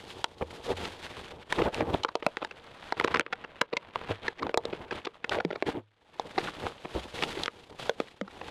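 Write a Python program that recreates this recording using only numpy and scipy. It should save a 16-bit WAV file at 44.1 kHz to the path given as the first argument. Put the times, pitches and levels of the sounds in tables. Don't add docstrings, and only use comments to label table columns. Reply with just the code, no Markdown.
import sys
import numpy as np
from scipy import signal
from scipy.fft import rfft, irfft, next_fast_len
from scipy.io import wavfile
from scipy.ndimage import uniform_filter1d

SR = 44100
rng = np.random.default_rng(int(sys.argv[2]) if len(sys.argv) > 2 else 0)


def master(y):
    cut = np.clip(np.atleast_2d(y).T, -1, 1)
    pcm = np.round(cut * 32767)
    wavfile.write(sys.argv[1], SR, pcm.astype(np.int16))


N = 374850
TIME = np.arange(N) / SR
BLOW_TIME = TIME[:int(0.06 * SR)]
CUTOFF_HZ = 15300


def from_db(db):
    return 10 ** (np.asarray(db) / 20)


def rms_one(x):
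    return x / np.sqrt(np.mean(x ** 2) + 1e-20)


def even(x, span_s=0.042):
    power = uniform_filter1d(x * x, int(span_s * SR))
    return x / np.sqrt(np.maximum(power, 1e-12))


def in_time(rows):
    s, *columns = np.transpose(rows)
    return [np.interp(TIME, s, column) for column in columns]


def add(out, s, x):
    part = out[int(s * SR):][:len(x)]
    part += x[:len(part)]


def band(x, edges_hz, kind="band", order=2):
    sos = signal.butter(order, edges_hz, kind, fs=SR, output="sos")
    return signal.sosfilt(sos, x + 1e-18)


def resonate(x, hz, width_hz):
    r = np.exp(-np.pi * width_hz / SR)
    top = np.array([1, 0, -1]) * (1 - r * r) / 2
    bottom = [1, -2 * r * np.cos(2 * np.pi * hz / SR), r * r]
    return signal.lfilter(top, bottom, x + 1e-18)


def colour(x, spectrum):
    hz, db = np.transpose(spectrum)
    size = next_fast_len(N + 4096)
    bins_hz = np.maximum(np.arange(size // 2 + 1) * SR / size, 1)
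    gain = from_db(np.interp(np.log(bins_hz), np.log(hz), db))
    return rms_one(irfft(rfft(x, size) * gain, size)[:N])


def drift(rate):
    points = np.clip(rng.standard_normal(N), -2, 2)
    return rms_one(np.interp(TIME * rate, np.arange(N), points))


def slips(per_s, spread_db):
    sizes = from_db(spread_db * np.minimum(rng.exponential(1, N), 4))
    return (rng.random(N) < per_s / SR) * sizes * rng.choice([-1, 1], N)


# start in seconds, length before release in seconds,
# paper hiss in dB, dull rubbing in dB.
SLIDES = [(0.466, 0.13, -53.5, -55), (0.631, 0.1, -46, -49), (0.765, 0.11, -43, -39),
          (0.891, 0.42, -47.5, -59.5), (1.491, 0.16, -39.5, -62), (1.719, 0.082, -39, -41),
          (1.838, 0.15, -49, -38.5), (2.817, 0.1, -50, -76), (2.964, 0.22, -43, -42.5),
          (3.947, 0.16, -43.5, -52), (4.084, 0.027, -31, -36), (4.212, 0.076, -42.5, -47.5),
          (4.645, 0.18, -50, -52.5), (4.908, 0.093, -44, -48), (5.303, 0.048, -37, -65),
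          (5.654, 0.046, -36, -65), (6.358, 0.14, -41, -45.5), (6.559, 0.16, -47, -42),
          (6.914, 0.12, -46.5, -65), (7.131, 0.31, -42.5, -44), (7.786, 0.098, -43.5, -46.5),
          (7.969, 0.15, -54, -58)]
# time in seconds,
# paper hiss in dB, dull rubbing in dB.
LIGHT_CONTACT = [(0.0, -52.5, -51.5), (0.32, -61, -50.5), (1.43, -56, -56), (2.3, -52.5, -60),
                 (3.6, -53.5, -59.5), (4.35, -54, -66), (4.6, -51, -43), (5.18, -59.5, -65.5),
                 (5.56, -53.5, -51.5), (5.9, -74, -89), (6.25, -48, -49.5), (7.55, -56, -54.5),
                 (8.2, -64, -59.5), (8.5, -48.5, -45.5)]
SLIDE_ATTACK_S, SLIDE_RELEASE_S = 0.013, 0.018


def handling():
    power = from_db(in_time(LIGHT_CONTACT) - slack()) ** 2
    for s, length_s, *levels_db in SLIDES:
        now = slice(*np.searchsorted(TIME, [s, s + length_s + 10 * SLIDE_RELEASE_S]))
        t = TIME[now] - s
        release = np.exp(-np.maximum(t - length_s, 0) / SLIDE_RELEASE_S)
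        speed = np.minimum(t / SLIDE_ATTACK_S, 1) * release
        power[:, now] += np.outer(from_db(levels_db), speed) ** 2
    return 10 * np.log10(power)


RELIEF_FROM_DB, RELIEF_SHARE, RELIEF_S = -36.5, 0.82, 0.041


def slack():
    relief_db = np.zeros(N)
    for s, strength_db, *_ in (*SNAPS, *CRUNCHES):
        relief_db[int(s * SR)] = RELIEF_SHARE * max(strength_db - RELIEF_FROM_DB, 0)
    return signal.lfilter([1], [1, -np.exp(-1 / (RELIEF_S * SR))], relief_db)


# time in seconds, lift of the treble in dB.
TREBLE_LIFT = [(0.65, 17.5), (1.3, 10.5), (2.9, 7.5), (3.3, 0), (5.3, 6), (7.25, 16), (8.4, 13)]
# frequency in Hz, relative level in dB per Hz.
PAPER = [(300, 0), (850, -0.5), (1400, -0.5), (3400, -3), (5600, -19), (10500, -23), (15000, -33.5)]
WRINKLE_SPREAD_DB, WRINKLE_SHARE = 2.6, 2.2


def paper(level_db, grains_per_s=600, flutter_db=3.0):
    lift_db, = in_time(TREBLE_LIFT)
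    hiss = colour(rng.standard_normal(N), PAPER)
    clumps = from_db(6 * drift(45))
    crackle = colour(slips(grains_per_s * clumps, WRINKLE_SPREAD_DB), PAPER)
    crumple = WRINKLE_SHARE * from_db(-lift_db / 2)
    sheet = even(hiss + crumple * (crackle + wrinkles(14 * clumps)))
    sheet = sheet * from_db(level_db + flutter_db * drift(70))
    body = signal.sosfiltfilt(signal.butter(2, 4300, fs=SR, output="sos"), sheet)
    return body + from_db(lift_db) * (sheet - body)


def wrinkles(per_s, drag=0.0071, patchy_db=6.0):
    patches = np.zeros(N)
    for hz in np.geomspace(500, 4500, num=11):
        ticks = slips(per_s, WRINKLE_SPREAD_DB)
        dragging = drag * from_db(patchy_db * drift(18)) * rng.standard_normal(N)
        patches += resonate(ticks + dragging, hz, hz / 4) / np.sqrt(hz)
    return colour(patches, PAPER)


# time in seconds, strength in dB,
# pitch of the struck patch in Hz, crack in dB relative to the strength.
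SNAPS = [(0.2424, -26, 1340, 5.5), (1.5252, -23.5, 1600, -1.5), (1.7447, -41, 3380, 8.5),
         (2.048, -25.5, 990, -8), (2.1542, -25, 607, -1), (2.265, -21.5, 545, -3), (2.37, -32, 1640, -5.5),
         (2.448, -33, 1630, -2.5), (2.9239, -27, 990, -7.5), (2.9989, -26, 1310, -6),
         (3.046, -22.5, 532, -5), (3.171, -31, 1570, -2), (3.196, -21.5, 1330, -1),
         (3.2086, -32, 2010, -16), (3.2643, -41.5, 1270, -15), (3.615, -17.5, 1490, -1),
         (3.958, -29, 950, -8.5), (4.468, -34, 880, -10), (4.494, -36.5, 510, -9), (4.543, -24, 650, -4.5),
         (4.5744, -18.5, 665, -2), (4.6534, -31, 458, -1), (5.2944, -30.5, 3000, -0.5),
         (5.4495, -28.5, 306, -6), (5.6244, -27, 595, -11.5), (6.197, -29, 720, -3),
         (6.6673, -32, 770, -10.5), (7.236, -24, 2440, -10), (7.4351, -31.5, 3200, 4.5),
         (7.459, -30.5, 2140, 1), (7.48, -31.5, 1150, -8.5), (7.8949, -23, 510, 0), (8.002, -29, 410, -7.5),
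         (8.2128, -31, 270, -5)]


def snaps(chatter=0.18, chatter_s=0.0016):
    out = np.zeros(N)
    for s, strength_db, pitch_hz, crack_db in SNAPS:
        force = chatter * rng.standard_normal(len(BLOW_TIME)) * np.exp(-BLOW_TIME / chatter_s)
        force[0] = 1
        add(out, s, from_db(strength_db) * blow(force, pitch_hz, crack_db))
    return out


# start in seconds, strength in dB,
# pitch of the buckling patch in Hz, time until it gives way in seconds.
CRUNCHES = [(0.85, -34, 3150, 0.0061), (1.584, -29, 1050, 0.0068), (1.618, -27.5, 440, 0.0035),
            (1.805, -24, 640, 0.0035), (2.034, -32, 3120, 0.0015), (2.084, -35.5, 1150, 0.0068),
            (2.2245, -38, 674, 0.005), (2.417, -33, 650, 0.012), (2.51, -41, 1560, 0.0029),
            (3.009, -31, 840, 0.0032), (3.0414, -29.5, 2040, 0.0019), (3.075, -30.5, 930, 0.0056),
            (3.142, -22, 1310, 0.0047), (3.156, -27.5, 1010, 0.0064), (3.326, -27.5, 1430, 0.008),
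            (3.44, -39.5, 980, 0.0081), (3.612, -25, 2420, 0.0028), (3.728, -30.5, 526, 0.0084),
            (3.768, -26, 2100, 0.0034), (4.28, -27, 1600, 0.0035), (4.384, -41, 1980, 0.014),
            (4.424, -31.5, 1080, 0.0063), (4.728, -34.5, 480, 0.0062), (4.909, -33.5, 1670, 0.0048),
            (4.921, -36, 620, 0.0073), (5.049, -34, 2700, 0.0072), (5.068, -34, 566, 0.0047),
            (5.2426, -30.5, 1620, 0.0045), (5.316, -30.5, 1090, 0.0072), (5.379, -32, 490, 0.0083),
            (5.401, -29.5, 1000, 0.0053), (5.505, -33.5, 604, 0.0064), (5.523, -37, 447, 0.008),
            (5.554, -35.5, 620, 0.0063), (6.3792, -23.5, 750, 0.0057), (6.475, -34.5, 980, 0.012),
            (6.849, -37, 600, 0.0057), (7.223, -26.5, 1810, 0.004), (7.37, -39, 405, 0.009),
            (8.276, -46.5, 1170, 0.0076), (8.413, -38, 780, 0.003)]
CRUNCH_CRACK_DB, CRACK_DB_PER_OCTAVE = -7, 3.5


def crunches(slips_per_s=3500, settle_s=0.0015):
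    out, t = np.zeros(N), BLOW_TIME
    for s, strength_db, pitch_hz, length_s in CRUNCHES:
        strain = (0.5 + np.minimum(t / length_s, 1)) * np.exp(-np.maximum(t - length_s, 0) / settle_s)
        force = strain * (rng.random(len(t)) < slips_per_s / SR) * rng.standard_normal(len(t))
        force[0] = 1
        crack_db = CRUNCH_CRACK_DB + CRACK_DB_PER_OCTAVE * np.log2(pitch_hz / MIDDLING_HZ)
        add(out, s, from_db(strength_db) * blow(force, pitch_hz, crack_db))
    return out


# centre in Hz before a random shift, width in Hz,
# level in dB before a random change.
HOUSING = [(493, 153, 9), (791, 89, 4.5), (1284, 148, -3), (2230, 700, 2), (3100, 366, 7.5)]
THUD_HZ, KNOCK_HZ, CRACK_HZ = 140, 720, 1900
THUD_DB, KNOCK_DB, PATCH_DB = -3.5, 0, -1
MIDDLING_HZ, HARDER_DB_PER_OCTAVE = 1170, 1.97
CRACK_TOP_HZ, THUD_LOSS = 8020, 0.3
PATCH_Q, CONTACT_VARY_DB = 2.2, 3.5


def blow(force, pitch_hz, crack_db, detune=0.23):
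    ring = np.zeros(len(force))
    for hz, width_hz, db in HOUSING:
        gain = from_db(db + rng.uniform(-CONTACT_VARY_DB, CONTACT_VARY_DB))
        ring += gain * resonate(force, hz * np.exp(rng.uniform(-detune, detune)), width_hz)
    patch = resonate(force, pitch_hz, pitch_hz / PATCH_Q)
    patch = band(patch, [pitch_hz / 2, pitch_hz * 2], order=1)
    thud_db = THUD_DB - HARDER_DB_PER_OCTAVE * np.log2(pitch_hz / MIDDLING_HZ) - THUD_LOSS * crack_db
    top_hz = np.clip(CRACK_TOP_HZ * from_db(crack_db / 2), 2 * CRACK_HZ, CUTOFF_HZ)
    parts = [(thud_db, band(ring, [THUD_HZ, KNOCK_HZ])),
             (KNOCK_DB, band(ring, [KNOCK_HZ, CRACK_HZ])),
             (crack_db, band(ring, [CRACK_HZ, top_hz])),
             (PATCH_DB, patch)]
    return sum(from_db(db) * rms_one(x) for db, x in parts) * np.sqrt(0.01 / BLOW_TIME[-1])


# frequency in Hz, relative level in dB per Hz.
RUB = [(25, -13.5), (85, 1), (170, -4.5), (300, -2.5), (470, 0.5), (640, -7), (850, -3.5), (2800, -41.5),
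       (9000, -36.5)]
RUB_FLUTTER_DB = 3.5


def stick_slip(per_s, grit):
    jerks = rms_one(slips(per_s, spread_db=2.0))
    return even(colour(jerks + grit * rng.standard_normal(N), RUB))


# middle in seconds, length between
# half-pressure points in seconds, pressure in dB, pitch of the judder in Hz.
SCRAPES = [(0.422, 0.02, -36.5, 430), (0.709, 0.045, -38.5, 453), (1.606, 0.049, -35, 370),
           (1.668, 0.039, -34.5, 470), (1.817, 0.038, -37, 375), (1.946, 0.013, -29, 233),
           (4.443, 0.067, -44.5, 302), (5.356, 0.083, -42.5, 535), (5.684, 0.032, -38, 322),
           (5.767, 0.048, -44.5, 284), (6.969, 0.036, -40, 340)]
JUDDER_WIDTH_HZ = 130


def scrapes(judder_db=7.5, rough_db=5.5, crumple_db=-3.0):
    rough = from_db(rough_db) * stick_slip(per_s=400, grit=0.86)
    rough = rough + from_db(crumple_db) * even(wrinkles(34))
    out = np.zeros(N)
    for s, length_s, db, hz in SCRAPES:
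        pressure = from_db(db) / (1 + (2 * (TIME - s) / length_s) ** 4)
        judder = resonate(rng.standard_normal(N), hz, JUDDER_WIDTH_HZ)
        judder = even(band(judder, [hz / 2, hz * 2]))
        out += pressure * (from_db(judder_db) * judder + rough)
    return out


# start in seconds, frequency in Hz,
# level in dB before the soft rise, time to fall by 60 dB in seconds.
BOOMS = [(0.409, 77.6, -42, 0.57), (0.73, 87, -39.5, 0.74), (4.101, 100, -27, 0.17), (5.45, 172, -27, 0.14),
         (5.769, 105, -46.5, 0.4), (6.948, 61.4, -34, 0.4), (8.212, 195, -26, 0.11)]


def booms(rise_s=0.0018):
    out = np.zeros(N)
    for s, hz, db, t60_s in BOOMS:
        t = np.maximum(TIME - s, 0)
        decay = from_db(db - 60 * t / t60_s)
        out += decay * (1 - np.exp(-t / rise_s)) * np.sin(2 * np.pi * hz * t)
    return out


ROOM_T60_S, ROOM_DB = 0.089, -29.5


def room(x, wall_hz=1400, hollow_hz=477, hollow_width_hz=150, hollow_db=7):
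    t = TIME[:SR // 2]
    echoes = band(rng.standard_normal(len(t)), [150, wall_hz], order=1)
    hollow = from_db(hollow_db) * resonate(echoes, hollow_hz, hollow_width_hz)
    tail = (echoes + hollow) * from_db(-60 * t / ROOM_T60_S) * (t > 0.006)
    return signal.fftconvolve(x, tail / np.sqrt(np.sum(tail ** 2)))[:N]


def scene():
    paper_db, rub_db = handling()
    rubbing = from_db(rub_db + RUB_FLUTTER_DB * drift(35)) * stick_slip(per_s=270, grit=0.8)
    near = paper(paper_db) + rubbing + scrapes() + booms() + snaps() + crunches()
    return (near + from_db(ROOM_DB) * room(near))[None]


def gain_control(x, threshold_db=-16, smoothing_s=0.017):
    over_db = np.maximum(20 * np.log10(abs(x) + 1e-9) - threshold_db, 0)
    r = np.exp(-1 / (smoothing_s * SR))
    return x * from_db(-signal.lfilter([1 - r], [1, -r], over_db))


TREBLE_CUT_HZ, OVERLOAD = 3060, 0.228


def record(dry):
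    held = band(gain_control(dry), TREBLE_CUT_HZ, "low", order=1)
    clipped = held / (1 + (held / OVERLOAD) ** 8) ** (1 / 8)
    top_cut = signal.ellip(10, 0.1, 80, CUTOFF_HZ, fs=SR, output="sos")
    return signal.sosfilt(top_cut, clipped)


dry = scene()
out = record(dry)
master(out)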